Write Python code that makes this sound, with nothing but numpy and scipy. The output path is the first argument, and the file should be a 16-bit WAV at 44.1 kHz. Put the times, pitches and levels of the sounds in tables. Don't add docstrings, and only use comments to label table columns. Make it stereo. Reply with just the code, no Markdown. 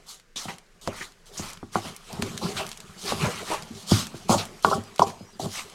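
import sys
import numpy as np
from scipy import signal
from scipy.fft import rfft, irfft, next_fast_len
from scipy.io import wavfile
from scipy.ndimage import uniform_filter1d, map_coordinates

SR = 44100
rng = np.random.default_rng(int(sys.argv[2]) if len(sys.argv) > 2 else 0)


def store_wav(level_fs):
    pcm = np.round(np.clip(np.atleast_2d(level_fs), -1, 1) * 32767)
    wavfile.write(sys.argv[1], SR, pcm.T.astype(np.int16))


N = 253134

# pitch_hz, level_db
KITCHEN_SPECTRUM = [(12, -17), (25, 9), (35, -11), (48, -20.5), (80, -23.5), (160, -14), (300, -25),
                    (450, -16.5), (800, -31), (1600, -21.5), (3200, -31.5), (6200, -32), (10000, -40.5),
                    (16000, -51)]
# pitch_hz, t60_s
ROOM_DECAY = [(100, 0.66), (800, 0.43), (4000, 0.1), (14000, 0.16)]
# start_s, length_s, first_pitch_hz, last_pitch_hz, level_db (peak)
WHISTLE_NOTES = [(4.836, 0.07, 5150, 4620, -55), (5.15, 0.14, 4840, 5180, -58),
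                 (5.24, 0.092, 5850, 5650, -57), (5.325, 0.038, 5040, 4660, -54.5)]
# start_s, level_db (relative peak), pitch_hz
GRAIN_CRACKS = [(0.3594, -29, 5000), (0.8134, -39, 4230), (0.875, -19, 3300), (1.121, -41, 3610),
                (1.258, -40, 4800), (1.5331, -27, 7120), (2.129, -26.5, 8000), (2.223, -14, 3180),
                (2.3773, -15.5, 4260), (2.666, -23, 4910), (2.691, -24, 8000), (2.7298, -28, 4060),
                (2.774, -27, 5730), (2.803, -28.5, 4670), (4.6262, -29.5, 6490), (4.6467, -14.5, 3700),
                (4.9608, -27.5, 5910), (4.9807, -26, 4270), (4.994, -14.5, 3160)]
# start_s, length_s, level_db (before the fades), pitch_hz
EDGE_BITES = [(0.359, 0.028, -34, 3560), (0.363, 0.045, -34.5, 5750), (0.481, 0.021, -36, 2110),
              (1.008, 0.019, -31.5, 1950), (1.372, 0.029, -33.5, 6360), (2.425, 0.046, -37, 4300),
              (2.565, 0.031, -34, 3530), (3.07, 0.025, -33, 4900), (3.239, 0.034, -33.5, 1530),
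              (3.906, 0.063, -30, 4900), (4.305, 0.047, -29, 6850), (4.38, 0.031, -30, 4000),
              (5.019, 0.014, -29, 5400), (5.414, 0.022, -40, 4100)]
# start_s, length_s, level_db (rms over the length), pitch_hz
STICK_SLIPS = [(0.481, 0.022, -37, 666), (0.878, 0.01, -30.5, 430), (1.007, 0.022, -43.5, 1200),
               (1.757, 0.029, -32.5, 686), (2.096, 0.11, -44.5, 850), (2.231, 0.053, -37.5, 310),
               (2.414, .055, -35, 890), (2.588, 0.031, -33.5, 615), (3.241, 0.028, -28.5, 820),
               (3.503, 0.044, -28, 745), (4.3, 0.05, -20.5, 793), (4.654, 0.036, -29, 890),
               (4.715, 0.018, -20.5, 767), (5.019, 0.011, -18.5, 780), (5.404, 0.068, -41, 655)]
# start_s, clack_level_db, clack_pitch_hz, clack_swell_s, thud_level_db
SPOON_KNOCKS = [ (0.36, -34.5, 600, 0.00059, -40.5), (0.454, -30.5, 724, 0.0016, -29.5),
                (0.8754, -12, 770, 0.00041, -21.5), (1.006, -36, 380, 0.0032, -35),
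                (1.395, -24, 690, 0.0007, -23.5), (1.629, -22.5, 830, 0.00029, -27),
                (1.7561, -3, 980, 0.00046, -18), (1.851, -25.5, 960, 0.00055, -29.5),
                (2.225, -14, 770, 0.0002, -17.5), (3.1218, -8.5, 710, 0.00053, -19),
                (3.704, -52, 613, 0.0016, -27.5), (3.9137, -20, 716, 0.00066, -43),
                (3.9178, -10.5, 664, 0.00081, -3.5), (4.1424, -31, 574, 0.0011, -25),
                (4.294, -6, 810, 0.001, -10), (4.352, -31, 600, 0.00075, -15.5),
                (4.647, 4, 1120, 0.00058, -18.5), (4.7132, -12, 900, 0.00082, -30),
                (4.777, -26, 474, .001, -19), (4.995, -0.5, 855, 0.00064, -16),
                (5.018, -3, 980, 0.002, -24.5), (5.207, -37, 540, 0.0014, -31),
                (5.396, -22, 735, 0.0019, -28), (5.458, -21.5, 600, 0.00051, -21.5)]
# pitch_hz, level_db, t60_s
BOWL_MODES = [(84.3, -2, 0.13), (102.5, -3.5, 0.22), (191, -7.5, 0.2), (228.8, 4.5, 0.093),
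              (338, 9.5, 0.17), (397.3, 12, 0.14), (628, -4.5, 0.22), (789.6, 5, 0.17), (872, -8, 0.12),
              (970, -25, 0.098), (1130, 6, 0.17), (1247, -13.5, 0.12), (1404, 13, 0.072)]
# pitch_hz, level_db
RUSTLE_SPECTRUM = [(100, -31), (500, -14), (1200, -1), (2000, -33.5), (3000, -1), (4200, 0.5), (5500, -1),
                   (7000, -2), (9000, -6), (12000, -12), (15500, -24)]
# pitch_hz, level_db
CRUNCH_SPECTRUM = [(100, -0.5), (400, -2), (800, 2.5), (1250, 7.5), (1700, 1.5), (2300, 3.5), (3100, 0.5),
                   (4500, -32.5), (9000, -36)]
# pitch_hz, level_db
DRAG_SPECTRUM = [(30, -37), (65, -3), (95, -1), (150, 4.5), (220, 3), (350, -4), (500, -3.5), (800, -8),
                 (1250, -45), (1800, -1.5), (4000, -43)]
# start_s, rise_s, hold_s, rustle_level_db, crunch_level_db, drag_level_db
SPOON_PUSHES = [ (0.058, 0.039, 0.02, -41.5, -57, -64), (0.357, .006, 0.084, -39.5, -45.5, -66),
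                (0.469, 0.019, 0.015, -41.5, -43.5, -42), (0.811, .006, 0.064, -47.5, -79, -56),
                (0.83, 0.029, 0.089, -56, -46.5, -63), (0.912, 0.067, 0.063, -42.5, -44.5, -63),
                (1.26, 0.0049, 0.025, -52, -67, -61), (1.315, 0.07, 0.017, -39, -43.5, -41.5),
                (1.399, .03, 0.069, -40.5, -42, -70), (1.714, 0.039, 0.018, -38.5, -40.5, -54),
                (1.775, 0.086, 0.026, -40.5, -41, -43), (2.005, .1, 0.11, -48, -49.5, -42.5),
                (2.212, .01, 0.059, -43.5, -42.5, -43.5), (2.264, 0.043, 0.11, -45.5, -52, -45),
                (2.392, 0.044, .085, -40.5, -43, -33.5), (2.528, 0.049, 0.029, -35.5, -32.5, -40.5),
                (2.638, 0.044, 0.038, -47.5, -50, -69), (2.965, 0.13, 0.024, -32.5, -33.5, -35),
                (3.121, 0.1, 0.046, -34.5, -31, -29), (3.27, 0.033, 0.094, -42, -40, -44),
                (3.414, 0.095, 0.032, -35, -33, -41.5), (3.705, 0.079, 0.041, -46.5, -65, -43),
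                (3.862, 0.051, 0.086, -28, -35.5, -41), (4.137, 0.024, 0.018, -48, -58, -56),
                (4.282, 0.017, 0.03, -27, -35, -51), (4.364, 0.023, 0.0077, -32, -35, -38.5),
                (4.625, 0.024, 0.093, -36.5, -47, -36.5), (4.982, 0.015, 0.018, -37.5, -44.5, -48),
                (5.063, 0.0069, 0.0041, -38.5, -52, -39), (5.39, 0.011, 0.052, -39, -52.5, -35.5),
                (5.471, 0.087, 0.04, -35.5, -39.5, -57)]
# time_s, level_db
LINGERING_RUSTLE = [(0, -64.5), (.1, -62), (.26, -92), (.6, -69), (1.1, -66), (1.25, -66.5), (1.5, -58),
                    (1.68, -62.5), (1.95, -56), (2.7, -54.5), (2.9, -54), (3.4, -45), (3.7, -52),
                    (4.2, -52), (4.8, -53.5), (4.95, -56), (5.35, -59), (5.74, -52)]
# shortest_s, longest_s
CRUMB_FLIGHT = (0.011, .11)

TOP_HZ = 16000
RUSTLE_FALL_DB_PER_S, CRUNCH_FALL_DB_PER_S, DRAG_FALL_DB_PER_S = 261, 210, 181
LINGER_CRUNCH_DB, LINGER_DRAG_DB = -1, 2
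PACKING_POWER = 2.75
THUD_HZ, THUD_SWELL_S = 216.3, 0.0038
TABLE_HZ, TABLE_SWELL_S, TABLE_DB = 107.3, 0.014, -12.5
CRUMB_DB, CRUMB_SCATTER_DB = -1, 8
CRUMB_HZ, CRUMB_PITCH_SPREAD = 5330, 0.63


def amp(db):
    return 10 ** (np.asarray(db) / 20)


def unit(x):
    return x / np.sqrt(np.mean(x ** 2) + 1e-20)


def along(points, hz):
    f, v = np.transpose(points)
    return np.interp(np.log(hz + 1), np.log(f + 1), v)


def add(track, s, sound):
    start = round(s * SR)
    track[start:start + len(sound)] += sound[:len(track) - start]


def filtered(x, response):
    size = next_fast_len(len(x) + 8192)
    hz = np.fft.rfftfreq(size, 1 / SR)
    return irfft(rfft(x, size) * response(hz), size)[:len(x)]


def coloured(x, spectrum):
    return unit(filtered(x, lambda hz: amp(along(spectrum, hz))))


def softened(x, edge_hz, order):
    return signal.sosfilt(signal.butter(order, edge_hz, fs=SR, output="sos"), x)


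def resonant(x, hz, width):
    return signal.lfilter(*signal.iirpeak(min(hz, SR / 4), 1 / width, fs=SR), x)


def wobble(rate):
    points = rng.standard_normal(int(N * rate / SR) + 4)
    return map_coordinates(points, [np.arange(N) * rate / SR])


def room_tail(near_db, near_t60):
    hz, t, z = signal.stft(rng.standard_normal(SR // 3), SR, nperseg=256)
    kitchen_fade = amp(-60 * t / along(ROOM_DECAY, hz)[:, None])
    near_fade = amp(near_db - 60 * t / near_t60)
    tail = signal.istft(z * (kitchen_fade + near_fade) * (t > 0), SR, nperseg=256)[1]
    return tail / np.linalg.norm(tail)


def bowl_ring(scatter_db):
    t = np.arange(SR // 5, dtype=np.float32) / SR
    hz, db, t60 = np.array(BOWL_MODES, dtype=np.float32).T[:, :, None]
    phase = rng.random(hz.shape, dtype=np.float32)
    strength = amp(db + scatter_db * rng.standard_normal(db.shape))
    decay = np.exp(-np.float32(np.log(1000)) * t / t60)
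    ring = np.sum(strength * decay * np.sin(2 * np.pi * (hz * t + phase)), axis=0)
    return unit(ring) / np.sqrt(len(t))


def through_bowl(contact, ring_db, room_db):
    answer = np.zeros(SR // 3)
    answer[0] = 1
    add(answer, 0, amp(ring_db) * bowl_ring(scatter_db=0.5))
    add(answer, 0, amp(room_db) * room_tail(near_db=21, near_t60=0.027))
    return softened(signal.fftconvolve(contact, answer), edge_hz=1414, order=6)


def pulse(hz, swell):
    t = np.arange(SR // 16) / SR
    u = t / swell
    return -u ** 2 * np.exp(2 * (1 - u)) * np.sin(2 * np.pi * hz * t)


def grains(spectrum, rate, spread_db, clump_db, patchy_db):
    present = rng.random(N) < rate / SR
    sign = rng.choice([-1, 1], N)
    hits = present * sign * amp(spread_db * np.minimum(rng.standard_normal(N), 2))
    z = signal.stft(hits, nperseg=512)[2]
    field = uniform_filter1d(rng.standard_normal(z.shape), size=7, axis=0)
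    field = uniform_filter1d(field, size=7, axis=1)
    hits = signal.istft(z * amp(patchy_db * unit(field)), nperseg=512)[1][:N]
    return coloured(hits * amp(clump_db * wobble(90)), spectrum)


def kitchen():
    return amp(-58) * coloured(rng.standard_normal(N), KITCHEN_SPECTRUM)


def whistle():
    track = np.zeros(N)
    for s, length, first_hz, last_hz, db in WHISTLE_NOTES:
        u = np.linspace(0, 1, round(length * SR))
        glide = first_hz + (last_hz - first_hz) * u
        pitch = glide * (1 + 0.0036 * wobble(200)[:len(u)])
        add(track, s, amp(db) * np.sin(np.pi * u) * np.sin(2 * np.pi * np.cumsum(pitch) / SR))
    return track


def crumbs(count):
    rows = []
    for s, rise, hold, rustle_db, *_ in SPOON_PUSHES:
        for _ in range(count):
            landing = s + rise + hold + rng.uniform(*CRUMB_FLIGHT)
            level_db = rustle_db + CRUMB_DB + CRUMB_SCATTER_DB * rng.standard_normal()
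            pitch_hz = CRUMB_HZ * np.exp(CRUMB_PITCH_SPREAD * rng.standard_normal())
            rows.append((landing, level_db, pitch_hz))
    return rows


def cracks(t60, width, crumble_db, crumble_t60):
    track = np.zeros(N)
    t = np.arange(SR // 30) / SR
    for s, db, hz in [*GRAIN_CRACKS, *crumbs(count=2)]:
        fade = amp(-60 * t / t60) + amp(crumble_db - 60 * t / crumble_t60)
        burst = rng.standard_normal(len(t)) * fade
        tick = softened(resonant(burst, hz, width), edge_hz=10600, order=2)
        add(track, s, amp(db - 0.2) * tick / np.abs(tick).max())
    echoes = signal.fftconvolve(track, room_tail(near_db=10, near_t60=0.051))[:N]
    return track + amp(-29) * echoes


def bites(width, attack, fade_db):
    track = np.zeros(N)
    t = np.arange(SR // 6) / SR
    for s, length, db, hz in EDGE_BITES:
        noise = rng.standard_normal(len(t))
        grit = unit(resonant(resonant(noise, hz, width), hz, width))
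        onset = 1 - np.exp(-t / attack)
        add(track, s, grit * onset * amp(db - fade_db * (t / length) ** 2))
    return track


def judders(slip_rate, swell_cycles, spread_db):
    track = np.zeros(N)
    for s, length, db, hz in STICK_SLIPS:
        size = round(length * SR)
        run = np.zeros(size + SR // 16)
        chance = rng.standard_normal((60, 3))
        times = np.cumsum(np.exp(0.35 * chance[:, 0])) / slip_rate
        for at, (_, force, pitch) in zip(times - times[0], chance):
            if at < length:
                slip = pulse(hz * np.exp(0.25 * pitch), swell_cycles / hz)
                add(run, at, amp(spread_db * force) * slip)
        run = through_bowl(run, ring_db=-14, room_db=-3.5)
        add(track, s, amp(db) * run / np.std(run[:size]))
    return track


def knocks():
    track = np.zeros(N)
    thud = pulse(THUD_HZ, THUD_SWELL_S) + amp(TABLE_DB) * pulse(TABLE_HZ, TABLE_SWELL_S)
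    for s, clack_db, hz, swell, thud_db in SPOON_KNOCKS:
        clack = through_bowl(pulse(hz, swell), ring_db=-18, room_db=-10)
        add(track, s, amp(clack_db) * clack)
        add(track, s, amp(thud_db - 4.5) * through_bowl(thud, ring_db=-11, room_db=-4.5))
    return track


def effort(levels_db, swell_power, fall_db_per_s, linger_db):
    t = np.arange(N) / SR
    power = amp(np.interp(t, *np.transpose(LINGERING_RUSTLE)) + linger_db) ** 2
    age = t[:SR]
    for (s, rise, hold, *_), db in zip(SPOON_PUSHES, levels_db):
        swell = np.minimum(age / rise, 1) ** swell_power
        fall_db = fall_db_per_s * np.maximum(age - rise - hold, 0)
        add(power, s, (swell * amp(db - fall_db)) ** 2)
    return np.sqrt(power)


def stirring():
    *_, rustle_db, crunch_db, drag_db = np.transpose(SPOON_PUSHES)
    rustle = effort(rustle_db, 1, RUSTLE_FALL_DB_PER_S, 0)
    crunch = effort(crunch_db, PACKING_POWER, CRUNCH_FALL_DB_PER_S, LINGER_CRUNCH_DB)
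    drag = effort(drag_db, PACKING_POWER, DRAG_FALL_DB_PER_S, LINGER_DRAG_DB)
    loose = rustle * grains(RUSTLE_SPECTRUM, rate=7000, spread_db=3, clump_db=0.53, patchy_db=2)
    pressed = crunch * grains(CRUNCH_SPECTRUM, rate=2800, spread_db=1, clump_db=0, patchy_db=3)
    slips = grains(DRAG_SPECTRUM, rate=1000, spread_db=3, clump_db=1.16, patchy_db=5.5)
    rubbed = drag * unit(through_bowl(slips, ring_db=-13, room_db=-6.5)[:N])
    return amp(-1) * loose + pressed + amp(1) * rubbed


def scene():
    background = kitchen() + whistle()
    grit = cracks(t60=0.0067, width=1.16, crumble_db=-11.5, crumble_t60=0.054)
    grit += bites(width=0.4, attack=0.0028, fade_db=6)
    wood = judders(slip_rate=330, swell_cycles=0.98, spread_db=0.5) + knocks()
    mono = background + grit + wood + stirring()
    return np.array([mono, mono])


def record(dry):
    clipped = np.clip(dry, -0.95, 0.95)
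    return np.array([filtered(side, lambda hz: hz < TOP_HZ) for side in clipped])


dry = scene()
out = record(dry)
store_wav(out)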